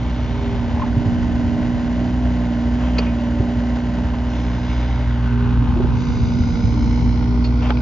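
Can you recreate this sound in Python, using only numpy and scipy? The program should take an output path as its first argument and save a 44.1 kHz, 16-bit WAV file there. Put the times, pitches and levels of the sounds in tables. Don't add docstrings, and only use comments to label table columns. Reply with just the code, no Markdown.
import sys
import numpy as np
from scipy import signal
from scipy.fft import rfft, irfft, next_fast_len
from scipy.io import wavfile

SR = 44100
rng = np.random.default_rng(int(sys.argv[2]) if len(sys.argv) > 2 else 0)


def dump(signal):
    limited = np.clip(np.atleast_2d(signal).T, -1, 1)
    pcm = np.round(limited * 32767).astype(np.int16)
    wavfile.write(sys.argv[1], SR, pcm)


N = 344421
T = np.arange(N) / SR


def undb(db):
    return 10 ** (np.asarray(db) / 20)


def unit(x):
    return x / np.sqrt(np.mean(x ** 2))


def curves(table):
    times_s, *columns = np.transpose(table)
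    return [np.interp(T, times_s, column) for column in columns]


def colour(x, outline):
    hz, db = np.transpose(outline)
    size = next_fast_len(x.shape[-1])
    bins_hz = np.maximum(np.arange(size // 2 + 1) * SR / size, 1)
    gain = undb(np.interp(np.log(bins_hz), np.log(hz), db))
    return irfft(rfft(x, size) * gain, size)[..., :x.shape[-1]]


def wander(rate_hz):
    return 1.28 * np.interp(T * rate_hz, np.arange(400), rng.standard_normal(400))


def swell(centre_s, rise_s, peak_db):
    return undb(peak_db) * np.exp(-((T - centre_s) / rise_s) ** 2)


def stereo(mid, side):
    return mid + np.array([[1], [-1]]) * side


# time_s, level_db
FIRING_LEVEL = [(0.0, -24), (0.6, -25), (0.72, -34), (1.62, -33), (2.28, -20), (2.58, -27.5), (2.88, -20),
                (3.3, -26), (5.7, -18), (5.94, -27.5), (6.72, -25.5), (6.9, -19.5), (7.8, -18)]
# swing_sides, second_harmonic_db, fourth_harmonic_db
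EXHAUST_LOBES = [(0, -28.5, -22), (.2, -29.5, -25.5), (.42, -26.5, -30.5), (0.679, -20.5, -23),
                 (1.3, -22.5, -25), (2.001, -25, -23)]


def exhaust_drone(firings, swing, flutter_db=0.58):
    first_db, = curves(FIRING_LEVEL)
    sides, *lobes = np.transpose(EXHAUST_LOBES)
    second_db, fourth_db = (np.interp(swing, sides, lobe) for lobe in lobes)
    second_db += 0.26 * (first_db + 20.5)
    out = 0
    for harmonic, db in ((1, first_db), (2, second_db), (4, fourth_db)):
        out += undb(db + flutter_db * wander(18)) * np.sin(2 * np.pi * harmonic * firings)
    return np.sqrt(2) * out


# centre_s, peak_db
PUMP_SURGES = [(.48, -32), (1.061, -38.5), (1.57, -40), (3.47, -40), (5.421, -35.5), (7.35, -37)]


def pump_tone(cycles, rest_db=-46, rise_s=0.13, drift_rad=0.26):
    surge_power = sum(swell(centre_s, rise_s, db) ** 2 for centre_s, db in PUMP_SURGES)
    rms = np.sqrt(undb(rest_db) ** 2 + surge_power)
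    return np.sqrt(2) * rms * np.sin(2 * np.pi * 20 * cycles + drift_rad * wander(8))


# cycle_multiple, right_db, rear_db, left_db
ENGINE_ORDERS = [(9, -36.5, -41.5, -35.5), (11, -39.5, -50.5, -41.5), (14, -38.5, -42.5, -39),
                 (15, -36.5, -53, -37.5), (24, -56, -45.5, -43), (29, -42.5, -55.5, -56),
                 (30, -49, -62, -53), (32, -47, -60.5, -52)]


def engine_overtones(cycles, facing, waver_db=3.0, drift_rad=0.26):
    out = 0
    for multiple, *sides_db in ENGINE_ORDERS:
        level_db = np.array(sides_db) @ facing + waver_db * wander(5)
        phase_rad = 2 * np.pi * (multiple * cycles + rng.random())
        out += undb(level_db) * np.sin(phase_rad + drift_rad * wander(4))
    return np.sqrt(2) * out


# freq_hz, gain_db
KNOCK_COLOUR = [(900, -26), (1400, -10), (3600, -9), (5000, -25)]


def rattle(firings, throb, repeat_share=0.54, scatter_db=0.8, tick_span_db=3.5, ticks_per_cycle=12):
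    cycle_phase = firings / 3 % 1
    pattern = signal.resample(rng.standard_normal(2200), 17600)
    repeating = np.interp(cycle_phase, np.linspace(0, 1, len(pattern)), pattern)
    repeating = colour(repeating, [(600, -7.0), (1000, 0.5)])
    noise = np.sqrt(repeat_share) * repeating + np.sqrt(1 - repeat_share) * rng.standard_normal(N)
    tick_peaks_db = rng.permutation(np.linspace(0, tick_span_db, ticks_per_cycle))
    ticks = cycle_phase * ticks_per_cycle
    tick_db = tick_peaks_db[ticks.astype(int) % ticks_per_cycle] * np.exp(-2 * (ticks % 1))
    firing_db = scatter_db * rng.standard_normal(600)[firings.astype(int)]
    metal = np.array([noise, rng.standard_normal(N)]) * throb * undb(tick_db + firing_db)
    knock_phase = (firings + .17) % 1
    knock = unit(1 + undb(5) * np.exp(-knock_phase / .26))
    mid, side = metal + colour(metal, KNOCK_COLOUR) * (knock - 1)
    return unit(mid), unit(side)


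# freq_hz, gain_db
RIGHT_COLOUR = [(200, -28), (330, 0), (460, -9.5), (570, -1.5), (810, -6), (1040, -9.5), (1170, -17.5),
                (1450, -13), (1950, -14), (2450, -23), (3000, -19.5), (3700, -26), (7100, -35)]
REAR_COLOUR = [(200, -25.5), (380, -8), (650, -10), (850, 0), (1200, -10.5), (1500, -12.5), (1950, -18.5),
               (2350, -19), (3600, -21), (3950, -26), (4900, -33), (5500, -34.5), (7100, -42)]
LEFT_COLOUR = [(200, -16), (350, 4), (600, -1), (900, -3), (1280, -15), (1420, -5.5), (1680, -16.5),
               (2180, -16), (2900, -19), (5300, -21.5), (7100, -38.5)]
# time_s, delay_ms, gain
GROUND_BOUNCE = [(4.2, 0.29, .13), (4.9, 0.46, 0.062), (5.3, 0.71, 0.45), (5.85, 0.72, 0.21),
                 (7, 0.99, 0.49), (7.8, 0.84, 0.64)]
# freq_hz, gain_db
GRASS_LOSS = [(2200, -2), (5000, -12.5)]


def clatter(firings, swing, facing, throb, diffuse_db_per_side=6.5):
    level_db = -33 - 1.04 * swing
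    mid, side = rattle(firings, throb)
    side = colour(side, [(500, -25), (1150, -21.5), (1550, -12.5), (2300, -24.5), (5000, -19.0)])
    source = np.array([mid, side * undb(diffuse_db_per_side * swing)])
    direct = 0
    for share, outline in zip(facing, (RIGHT_COLOUR, REAR_COLOUR, LEFT_COLOUR)):
        radiated = colour(source, outline)
        direct += share * undb(level_db) * radiated / np.std(radiated[0])
    delay_ms, bounce_gain = curves(GROUND_BOUNCE)
    bounce = np.array([np.interp(T - delay_ms / 1000, T, channel) for channel in direct])
    return stereo(*(direct + bounce_gain * colour(bounce, GRASS_LOSS)))


# start_s, end_s, level_db, tilt_db_per_octave
OIL_RUSHES = [(-.1, 1.05, -58, -5), (4.243, 5.2, -58.5, 3), (4.621, 5.45, -56, -6),
              (5.228, 5.795, -72, -39), (5.92, 7.25, -54, 3.5), (6.756, 7.697, -58, -2)]


def oil_flow(octaves, open_s=0.084, close_s=0.64):
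    flow = 0
    for start_s, end_s, level_db, tilt_db_per_octave in OIL_RUSHES:
        opening = np.clip(np.minimum((T - start_s) / open_s, (end_s - T) / close_s), 0, 1)
        flow += opening * undb(level_db + tilt_db_per_octave * octaves)
    return flow


# rear_hz, flank_hz, gain_db
VALVE_MODES = [(1567, 1200, -1.5), (2097, 2230, 4.5), (2795, 3150, -2), (3565, 4250, 1), (4380, 5600, 0),
               (5820, 6500, -4.5), (6735, 5900, -10)]
# freq_hz, gain_db
VENT_COLOUR = [(1400, -9.5), (2300, -0.5), (3700, 6.5), (3950, -12.5), (7000, -26)]


def valve_hiss(throb, right_flank, pivot_hz=2870, rear_s=5.7, slide_s=1.7, vent_db=10.5, side_db=-17):
    top_hz = VALVE_MODES[-1][0]
    half_width_hz = .06 * top_hz
    skirt = [(half_width_hz * ratio, db) for ratio, db in ((.5, 0), (1, -4), (2, -13), (8, -55))]
    noise = unit(colour(rng.standard_normal((2, N)), skirt))
    flank_share = np.minimum(np.abs(T - rear_s) / slide_s, 1)
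    modes = 0
    for rear_hz, flank_hz, gain_db in VALVE_MODES:
        slowed = np.array([np.interp(T * rear_hz / top_hz, T, channel) for channel in noise])
        phase_rad = 2 * np.pi * np.cumsum(rear_hz + (flank_hz - rear_hz) * flank_share) / SR
        band = slowed * np.cos(phase_rad) + slowed[::-1] * np.sin(phase_rad)
        modes += undb(gain_db) * oil_flow(np.log2(rear_hz / pivot_hz)) * band
    vent_noise = unit(colour(rng.standard_normal((2, N)), VENT_COLOUR))
    vents = undb(vent_db) * right_flank * oil_flow(0) * vent_noise
    mid, side = (modes + vents) * throb
    return stereo(mid, undb(side_db) * side)


# freq_hz, gain_db
LOW_COLOUR = [(22, -27.5), (48, 1.5), (75, 3), (160, -7), (250, -8), (340, -20.5), (1000, -57)]
# centre_s, rise_s, peak_db
LOW_SWELLS = [(1.204, 1, -23), (5.78, 0.38, -20.5), (6.499, 1, -20.5)]


def rumble(steady_db=-27.5, steady_side_db=-19.5, swell_side_db=-6.5):
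    swell_power = sum(swell(*row) ** 2 for row in LOW_SWELLS)
    steady_power = undb(steady_db) ** 2
    side_power = steady_power * undb(steady_side_db) ** 2 + swell_power * undb(swell_side_db) ** 2
    mid, side = unit(colour(rng.standard_normal((2, N)), LOW_COLOUR))
    return stereo(mid * np.sqrt(steady_power + swell_power), side * np.sqrt(side_power))


# start_s, peak_db, pitch_hz, t60_s
DULL_THUMPS = [(.771, -22.5, 864, 0.027), (0.796, -23.5, 984, .035), (.818, -17, 1053, .045),
               (.834, -20.5, 882, .045), (.968, -10, 117.6, 0.059), (1.061, -10, 98.6, 0.096),
               (1.454, -15, 64.8, 0.26), (2.989, -17, 431, 0.027), (3.398, -8.5, 100, 0.061),
               (3.402, -20, 353, 0.045), (4.032, -16.5, 78.4, 0.26), (5.761, -19, 345, 0.099),
               (5.799, -16, 378, 0.053), (5.842, -14.5, 101.8, 0.051), (5.844, -16, 361, 0.026),
               (6.405, -8, 82.4, 0.062), (6.637, -9, 107.5, 0.27), (7.708, -17.5, 852, .032)]


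def thumps(rise_s=0.0041, grit_gain=0.26):
    out, t = np.zeros(N + SR), T[:SR // 4]
    for start_s, peak_db, pitch_hz, t60_s in DULL_THUMPS:
        outline = [(pitch_hz * k, db) for k, db in ((.25, -30), (1, 0), (2, -6), (6, -45), (20, -90))]
        grit = unit(colour(rng.standard_normal(len(t)), outline))
        envelope = (1 - np.exp(-t / rise_s)) * undb(-60 * t / t60_s)
        bump = (np.sin(2 * np.pi * pitch_hz * t) + grit_gain * grit) * envelope
        out[int(start_s * SR):][:len(t)] += undb(peak_db) * bump / np.abs(bump).max()
    return out[:N]


# start_s, body_db, mid_db, treble_db, t60_s, contact_s, ring_db
BLOWS = [(.811, -15.5, -26, -33, .06, 0.0064, -6), (2.9824, -16, -19.5, -17, 0.053, 0.0017, 3),
         (2.9864, -3.5, -18.5, -16, 0.043, 0.00067, -3), (3.061, -26, -30.5, -57, 0.23, 0.0038, 0),
         (7.441, -17, -28, -21, 0.12, 0.0051, -2.5), (7.7046, 2.5, -11, -19, 0.026, 0.00031, -13),
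         (7.7712, -24.5, -21.5, -25.5, 0.02, 0.00054, -8)]
# pitch_hz, gain_db
BUCKET_MODES = [(620, -1.5), (940, 0.5), (1300, -5), (2230, -7), (2470, 0.5), (2750, -1.5), (3300, -13.5),
                (4020, -5.5), (4380, 0.5), (4700, 1.5), (5400, 0), (6650, 2.5)]


def bucket_clanks(crack_db=8, trickle_db=-11, side_db=-6):
    out, t = np.zeros((2, N + SR)), T[:SR // 4]
    pitch_hz, mode_db = np.transpose(BUCKET_MODES)[:, :, None]
    for start_s, body_db, mid_db, treble_db, t60_s, contact_s, ring_db in BLOWS:
        force, phase = rng.standard_normal((2, len(BUCKET_MODES), 1))
        modes = undb(ring_db + mode_db + 2 * force) * np.sin(2 * np.pi * (pitch_hz * t + phase))
        ring = modes.sum(0) * undb(-60 * t / t60_s)
        crack = undb(crack_db) * np.exp(-t / (.085 * t60_s))
        trickle = undb(trickle_db) * np.exp(-t / (.45 * t60_s))
        mid, side = rng.standard_normal((2, len(t))) * (crack + trickle)
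        blow = np.array([ring + mid, undb(side_db) * side]) * (1 - np.exp(-t / contact_s))
        outline = [(150, body_db - 18), (600, body_db - 11), (1300, body_db - 13.5), (1700, mid_db - 4),
                   (3200, mid_db - 6), (4300, treble_db - 8.5), (7000, treble_db - 28.5)]
        out[:, int(start_s * SR):][:, :len(t)] += colour(blow, outline)
    return stereo(*out[:, :N])


# start_s, length_s, level_db
SOIL_STROKES = [(2.778, 0.16, -37), (2.944, .13, -33.5), (7.612, 0.077, -30.5), (7.687, 0.018, -27.5)]
# freq_hz, gain_db
SOIL_COLOUR = [(250, -5), (450, 3.5), (900, 7.5), (1700, -6), (3100, -2.5), (3800, -14.5), (7000, -25)]


def soil_scrapes(grain_db=5, side_db=-11.5):
    strokes = 0
    for start_s, length_s, level_db in SOIL_STROKES:
        arch = 1 - (2 * (T - start_s) / length_s - 1) ** 2
        strokes += undb(level_db) * np.sqrt(np.maximum(arch, 0))
    grains = rng.standard_normal((2, N)) * undb(grain_db * rng.standard_normal(N))
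    mid, side = unit(colour(grains, SOIL_COLOUR)) * strokes
    return stereo(mid, undb(side_db) * side)


# time_s, firing_hz
ENGINE_SPEED = [(0.0, 60.9), (0.54, 59.7), (1.98, 60.3), (2.16, 61.8), (2.58, 59.2), (2.88, 61.4),
                (3.12, 59.1), (3.42, 60.0), (4.56, 60.5), (4.8, 61.2), (5.04, 60.8), (5.16, 59.7),
                (5.4, 60.3), (5.88, 60.6), (6.72, 59.0), (6.96, 60.1), (7.62, 60.4), (7.8, 61.2)]
# time_s, swing_sides
CAB_SWING = [(0, .45), (1.2, 0), (3.6, 0), (4.3, 0.21), (4.85, 0.41), (5.3, 0.63), (5.85, 1.18),
             (6.1, 1.57), (6.5, 2.2)]


def scene():
    firing_hz, = curves(ENGINE_SPEED)
    swing, = curves(CAB_SWING)
    firings = np.cumsum(firing_hz) / SR
    cycles = firings / 3
    facing = np.maximum(1 - np.abs(np.clip(swing, 0, 2) - np.arange(3)[:, None]), 0)
    throb_db = 0.45 + 1.4 * np.minimum(swing, 1)
    throb = undb(throb_db * np.cos(2 * np.pi * firings))
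    tones = exhaust_drone(firings, swing) + pump_tone(cycles) + engine_overtones(cycles, facing)
    machine = tones + clatter(firings, swing, facing, throb) + valve_hiss(throb, facing[0])
    return machine + rumble() + thumps() + bucket_clanks() + soil_scrapes()


# freq_hz, left_lead_rad
PORT_PHASE = [(1250, 0.2), (1680, -1.2), (2400, 0.53), (3000, 1), (3600, 1.3), (4400, 0.84), (5500, -0.85)]
# freq_hz, left_excess_db
PORT_LEVEL = [(90, -0.4), (170, -4), (400, 1), (840, -2), (1430, 0.9), (4100, 0.8)]


def record(dry, cutoff_hz=6980):
    size = next_fast_len(N)
    bins_hz = np.arange(size // 2 + 1) * SR / size
    excess_db = np.interp(bins_hz, *np.transpose(PORT_LEVEL))
    lead_rad = np.interp(bins_hz, *np.transpose(PORT_PHASE))
    left = undb(excess_db / 2) * np.exp(.5j * lead_rad)
    heard = irfft(rfft(dry, size) * np.array([left, 1 / left]), size)[:, :N]
    return signal.sosfilt(signal.ellip(8, .2, 80, cutoff_hz, fs=SR, output="sos"), heard)


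dry = scene()
out = record(dry)
dump(out)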